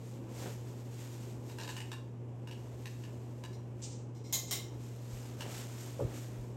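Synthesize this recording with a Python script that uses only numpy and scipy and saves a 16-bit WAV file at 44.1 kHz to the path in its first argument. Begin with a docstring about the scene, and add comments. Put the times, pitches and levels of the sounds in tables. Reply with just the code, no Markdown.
"""A ceiling fan hums and stirs the air in a small bedroom, heard in mono on a faintly hissing microphone.
Clothes rustle as someone climbs onto furniture, its joints slipping and creaking under the load.
They catch the fan's bead chain and pull: the beads tick, the light switch snaps in and springs back.
They step down again and the floor gives a dull thud. Walls and ceiling are near, so echoes come fast."""
import sys
import numpy as np
from scipy import signal
from scipy.fft import rfft, irfft
from scipy.io import wavfile
from scipy.ndimage import uniform_filter1d

SR = 44100
rng = np.random.default_rng(int(sys.argv[2]) if len(sys.argv) > 2 else 0)


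def wav_record(signal):
    """Record a signal, one row per channel, as 16-bit PCM in the file named by sys.argv[1]."""
    frames = np.transpose(np.atleast_2d(signal))
    bounded = np.clip(frames, -1, 1)
    # unit amplitude maps onto the largest positive 16-bit level
    quanta = np.round(bounded * 32767).astype(np.int16)
    wavfile.write(sys.argv[1], SR, quanta)


N = 289296
T = np.arange(N) / SR
RING_T = T[:SR * 3 // 4]  # time axis of one ring or echo tail


# The motor overhead. Each row: multiple of the hum's pitch, rms level in dB.
HUM_HARMONICS = [(1, -44.5), (2, -61.5), (3, -64.5)]
# Air stirred by the blades, with faint steady microphone hiss on top.
# Each row: frequency in Hz, relative density in dB.
AIR_AND_HISS_SPECTRUM = [(25, -34), (42, -16.5), (60, 1), (150, 1.5), (340, 2), (520, -3), (680, -10.5),
                         (950, -11.5), (1300, -22), (2000, -27), (2800, -26.5), (4000, -39.5),
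                         (7500, -36.5), (10000, -46), (15500, -55)]

def fan():
    """The motor hums at twice the mains frequency; air swells with each blade, under faint mic hiss."""
    hum_hz, blade_hz, noise_db = 119.99, 14, -51
    hum = np.zeros(N)
    for multiple, db in HUM_HARMONICS:
        waver_db = 0.5 * wander(rate=6)
        tone = np.sqrt(2) * np.sin(2 * np.pi * (multiple * hum_hz * T + rng.random()))
        hum += undb(db + waver_db) * tone
    swell_db = 0.5 * np.sin(2 * np.pi * blade_hz * T) + 1.1 * wander(rate=5)
    air_and_hiss = unit_rms(through(rng.standard_normal(N), colour(AIR_AND_HISS_SPECTRUM)))
    return hum + air_and_hiss * undb(noise_db + swell_db)


# Clothes, one swish a movement. Each row: fastest moment in seconds, rise in seconds, level in dB.
SWISHES = [(0.08, 0.049, -61), (0.42, .05, -50), (0.72, 0.24, -63), (1.04, 0.072, -56),
           (1.27, 0.042, -59.5), (1.51, 0.038, -59), (1.71, 0.07, -56), (2.65, 0.11, -65.5),
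           (2.92, .11, -62.5), (3.32, 0.12, -68), (3.83, .04, -66.5), (4.86, 0.075, -60.5),
           (5.17, 0.093, -57), (5.41, 0.016, -52), (5.56, 0.052, -49), (5.82, 0.083, -53.5),
           (6.18, 0.047, -52.5), (6.42, 0.09, -65.5)]
# Weight shifting on the bedding. Each row: centre in seconds, half-width in seconds, level in dB.
BEDDING_SCUFFS = [(0.46, 0.062, -45.5), (1.034, 0.035, -57), (1.267, 0.02, -58), (1.526, 0.029, -58),
                  (5.465, 0.038, -50.5), (5.576, 0.43, -54.5), (6.103, 0.08, -52), (6.35, 0.051, -54.5)]
# Bright clothes, then duller bedding. Each row: frequency in Hz, relative density in dB.
CLOTHES_SPECTRUM = [(150, 6), (500, 4.5), (1200, 3), (2800, 3), (4500, 0.5), (7200, 4.5), (9000, -1.5),
                    (10200, -13.5), (11600, 1), (13500, -11), (15500, -11.5)]
BEDDING_SPECTRUM = [(60, -5), (200, 10), (550, 8), (1000, -2), (2500, -10), (6000, -21), (15000, -27)]

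def cloth():
    """Fibres catch and slip in dense grains as the body moves; the bedding scuffs under its weight."""
    hiss_db = -83.5  # a faint steady hiss under the rustling
    moving_power = sum((undb(db) * swish(peak, rise)) ** 2 for peak, rise, db in SWISHES)
    level = np.sqrt(undb(hiss_db) ** 2 + moving_power)
    fibres = through(grains(rate=4000, scatter_db=1), colour(CLOTHES_SPECTRUM))
    flutter_db = 0.9 * wander(rate=30)
    weight = sum(undb(db) * np.exp(-((T - centre) / width) ** 2) for centre, width, db in BEDDING_SCUFFS)
    bedding = through(grains(rate=3000, scatter_db=2), colour(BEDDING_SPECTRUM))
    return fibres * level * undb(flutter_db) + bedding * weight


def swish(peak, rise):
    """Speed of one movement: it swells to 1 at the peak time and dies away more slowly."""
    fall = 1.69 * rise
    away = np.where(T < peak, (peak - T) / rise, (T - peak) / fall)
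    return 1 / np.cosh(away)


# Creaks of the furniture's joints, two followed by a quick ceiling echo (at 1.601 and 1.691 seconds).
# Each row: start in seconds, strength in dB.
CREAKS_AND_ECHOES = [(1.498, -18.5), (1.586, -9.5), (1.601, -11), (1.612, -10), (1.634, -8), (1.677, -8),
                     (1.691, -7.5), (1.766, -7.5), (1.804, -9.5), (1.917, -6.5), (2.474, -14.5),
                     (2.512, -13), (2.857, -8), (3.038, -17), (3.438, -10.5), (5.408, -5.5)]
# The furniture's frame. Each row: mode in Hz, relative level in dB, t60 in seconds.
FRAME_MODES = [(863, -7, 0.039), (1016, -7, 0.045), (1660, -2, 0.016), (1765, -6, 0.039),
               (2810, 6.5, 0.0066), (2837, -1, 0.025), (3550, -15, 0.018), (3820, -5.5, 0.02),
               (4670, -16, 0.0088)]
# The crack of one slip. Each row: frequency in Hz, relative density in dB.
SLIP_SPECTRUM = [(300, -30), (900, 3.5), (1350, -2), (3000, 3), (5500, 6), (9000, 1), (10200, -16.5),
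                 (11500, -2), (15500, -18)]

def creaks():
    """A slipping joint cracks and rings the frame; each creak or echo takes its own paths to the mic."""
    out = np.zeros(N)
    for start, db in CREAKS_AND_ECHOES:
        frame = undb(-10) * ring(FRAME_MODES, detune=0.014)
        crack = undb(-14) * through(chatter(t60=0.026), colour(SLIP_SPECTRUM))
        walls = bedroom(t60_mid=0.42, t60_high=0.32, tail_db=-0.5)
        add(out, start, undb(db) * through(frame + crack, walls))
    return out


# Beads running over each other and the outlet's rim, up at the fan. Each row: start, rise and fall
# in seconds, level in dB, the outlet's ring in dB relative to that level.
BEAD_RUNS = [(3.525, 0.0083, 0.014, -59.5, 1), (3.817, 0.0072, 0.018, -42.5, -32),
             (3.832, 0.0079, 0.024, -49, -24), (3.9, 0.011, 0.043, -53.5, -25),
             (4.145, 0.0079, 0.032, -60, 0), (4.237, 0.0053, 0.19, -62, 1.5), (4.46, 0.021, 0.061, -53, -6)]
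# The beads' ticking. Each row: frequency in Hz, relative density in dB.
BEAD_SPECTRUM = [(800, -51), (2400, -6), (4500, -0.5), (6000, 5), (7200, 6), (7900, 2), (8900, -3),
                 (10000, -38), (12000, -43), (15500, -28)]
# The metal outlet. Each row: mode in Hz, relative level in dB, t60 in seconds.
OUTLET_MODES = [(2140, -7, 0.035), (4170, -1, 0.019), (5300, 0, 0.013), (5800, 2, 0.018),
                (8550, -5, 0.0065), (12000, -2, .004)]

def chain():
    """Beads tick past in quick runs; once taut, the chain also rings its metal outlet."""
    ticks = grains(rate=2200, scatter_db=2)
    loose, taut = np.zeros(N), np.zeros(N)
    for start, rise, fall, db, ring_db in BEAD_RUNS:
        attack = np.clip((T - start) / rise, 0, 1)
        decay = np.exp(-np.maximum(T - start - rise, 0) / fall)
        run = undb(db) * attack * decay
        loose += run
        taut += run * undb(ring_db)
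    return through(ticks * loose, colour(BEAD_SPECTRUM)) + through(ticks * taut, ring(OUTLET_MODES))


# The switch overhead catches and springs back.
# Each row: start in seconds, strength in dB, extra gain of the spring's ping in dB.
RATCHET_SNAPS = [(4.3263, 1, -1), (4.331, -5, 14.5), (4.337, -3.5, 10.5), (4.510, 0.5, -12),
                 (4.515, 2, -19), (4.534, -8.5, -14)]
# Its housing, then its spring. Each row: mode in Hz, relative level in dB, t60 in seconds.
HOUSING_MODES = [(674, -6, 0.018), (1074, -12, 0.046), (2105, -6.5, 0.057), (3040, -7.5, 0.027),
                 (3210, 0, 0.014), (3660, -1, 0.023), (3950, -1, .025), (4150, -9, 0.031),
                 (5360, -1, 0.021), (5540, -9, 0.016), (5850, -5, 0.037), (6970, 0, 0.023),
                 (7360, -3, 0.022), (8720, 0, 0.016), (11250, 1, .008)]
SPRING_MODES = [(4025, -10.5, 0.03), (6520, -1, 0.014), (6160, -9.5, .04), (6880, -5, 0.024),
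                (6830, 1.5, 0.023), (7300, -7, 0.013), (11980, 1.5, .008)]
# The crack of one snap. Each row: frequency in Hz, relative density in dB.
SNAP_SPECTRUM = [(200, 2), (700, -1), (1100, -11), (1400, -13.5), (2000, -3.5), (3300, -1), (4700, 2.5),
                 (6500, 4.5), (9000, 2), (10100, -12), (11800, 5), (13300, -1), (15500, 1.5)]

def switch():
    """The ratchet snaps with a short chatter of beads; the housing rings and the spring pings."""
    out = np.zeros(N)
    for start, db, ping_db in RATCHET_SNAPS:
        rattle = undb(-9) * through(chatter(t60=0.022), colour(SNAP_SPECTRUM))
        housing = undb(-9) * ring(HOUSING_MODES, detune=0.0045)
        spring = undb(ping_db - 12) * ring(SPRING_MODES, detune=0.0025)
        # chain and housing radiate in different directions, so their echoes differ
        for part in (rattle, housing + spring):
            walls = bedroom(t60_mid=0.4, t60_high=0.26, tail_db=4.5)
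            add(out, start, undb(db) * through(part, walls))
    return out


# Down at the floor, heel and sole land briefly, the body's weight slowly.
# Each row: start in seconds, push in dB, contact time in seconds.
FOOT_PUSHES = [(5.124, -29.5, .016), (5.992, -31, .002), (6, -31.5, .001), (6.008, -26.5, .0019),
               (6.022, -28, 0.0021), (6.029, -30.5, 0.0056), (6.045, -22.5, 0.0063), (6.379, -29, .019)]
# The bedroom floor. Each row: mode in Hz, relative level in dB, t60 in seconds.
FLOOR_MODES = [(55.7, -19, 0.36), (109, -1, .05), (144, -4, 0.061), (265, -9, 0.025), (478.5, -6.5, 0.11),
               (533, -4, 0.047), (860, -3.5, 0.031)]
# The soft slap of a sole. Each row: frequency in Hz, relative density in dB.
SOLE_SPECTRUM = [(40, -34), (120, -5), (350, 7), (600, 7.5), (800, -17), (1250, -3), (1800, -21),
                 (4000, -30)]

def footfalls():
    """Each push swings and softly slaps the damped floor; a longer contact leaves only the deep modes."""
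    out = np.zeros(N)
    boards = sum(undb(db) * fade(t60) * np.sin(2 * np.pi * hz * RING_T) for hz, db, t60 in FLOOR_MODES)
    for start, db, contact in FOOT_PUSHES:
        push = np.sin(2 * np.pi * np.minimum(RING_T / contact, 1))  # press, then rebound
        push /= np.abs(push).sum()
        slap = undb(22) * through(chatter(t60=0.17), colour(SOLE_SPECTRUM))
        add(out, start, undb(db) * through(push, boards + slap))
    return out


# Ceiling and near walls, from where the microphone is.
# Each row: delay in seconds, level in dB, both relative to the direct sound.
NEAR_ECHOES = [(.0032, -7), (0.011, -5.5), (0.0144, -6), (.021, -6)]

def bedroom(t60_mid, t60_high, tail_db):
    """The microphone gets the direct sound, a few hard echoes and a tail whose treble dies first."""
    noise = rng.standard_normal(len(RING_T))
    low = signal.sosfiltfilt(signal.butter(2, 8000, fs=SR, output="sos"), noise)
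    tail = low * fade(t60_mid) + (noise - low) * fade(t60_high)
    build_up = 1 - np.exp(-RING_T / 0.0051)
    response = undb(tail_db) * unit_energy(build_up * tail)
    response[0] += 1  # direct sound
    for delay, db in NEAR_ECHOES:
        response[int(delay * SR)] += undb(db)
    return unit_energy(response)


def undb(db):
    """Decibels to gain."""
    return 10 ** (np.asarray(db) / 20)


def unit_rms(x):
    """Scale to rms 1."""
    return x / np.sqrt(np.mean(x ** 2))


def unit_energy(x):
    """Scale a response to energy 1."""
    return x / np.sqrt(np.sum(x ** 2))


def add(out, start, x):
    """Mix x into out from start seconds on."""
    i = int(start * SR)
    out[i:i + len(x)] += x[:N - i]


def through(x, response):
    """Pass x through an impulse response."""
    return signal.fftconvolve(x, response)[:len(x)]


def colour(points, size=4096):
    """Causal response of energy 1 with the given (Hz, dB) spectrum."""
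    hz, db = np.transpose(points)
    bin_hz = np.maximum(np.arange(size // 2 + 1) * SR / size, 1)
    gain = undb(np.interp(np.log(bin_hz), np.log(hz), db))
    cepstrum = irfft(np.log(gain))
    cepstrum[size // 2:] = 0  # minimum phase
    return unit_energy(irfft(np.exp(2 * rfft(cepstrum))))


def fade(t60):
    """Decay by 60 dB in t60 seconds."""
    return np.exp(-np.log(1000) * RING_T / t60)


def ring(modes, detune=0):
    """Struck modes, their pitches scattered by the fraction detune; energy 1."""
    out = np.zeros(len(RING_T))
    for hz, db, t60 in modes:
        polarity = rng.choice([-1, 1])
        pitch = hz * (1 + detune * rng.standard_normal())
        out += polarity * undb(db) * fade(t60) * np.sin(2 * np.pi * pitch * RING_T)
    return unit_energy(out)


def wander(rate):
    """Smooth random drift through about rate values a second; rms 1."""
    hop = 100  # samples between control points
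    hold = int(SR / rate) // hop + 1
    steps = np.repeat(rng.standard_normal(N // hop), hold)[:N // hop + 1]
    smooth = uniform_filter1d(steps, hold)
    return unit_rms(np.interp(np.arange(N) / hop, np.arange(len(smooth)), smooth))


def grains(rate, scatter_db):
    """Tiny random contacts of uneven size, rate per second; rms 1."""
    sizes = undb(scatter_db * rng.standard_normal(N))
    contacts = rng.random(N) < rate / SR
    return unit_rms(contacts * rng.choice([-1, 1], N) * sizes)


def chatter(t60):
    """A brief burst of tiny rebounds; energy 1."""
    return unit_energy(rng.standard_normal(len(RING_T)) * fade(t60))


def scene():
    """From one spot in the bedroom: the steady fan under the climb, the pull and the step down."""
    beads = through(chain(), bedroom(t60_mid=0.42, t60_high=0.25, tail_db=-1))
    return (fan() + cloth() + creaks() + beads + switch() + footfalls())[None]


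def record(dry):
    """The phone's microphone drops the deepest bass and cuts the top."""
    bottom_hz, top_hz = 40, 15850
    thinned = signal.sosfilt(signal.butter(4, bottom_hz, "high", fs=SR, output="sos"), dry)
    return signal.sosfilt(signal.ellip(10, 0.2, 80, top_hz, fs=SR, output="sos"), thinned)


dry = scene()
out = record(dry)
wav_record(out)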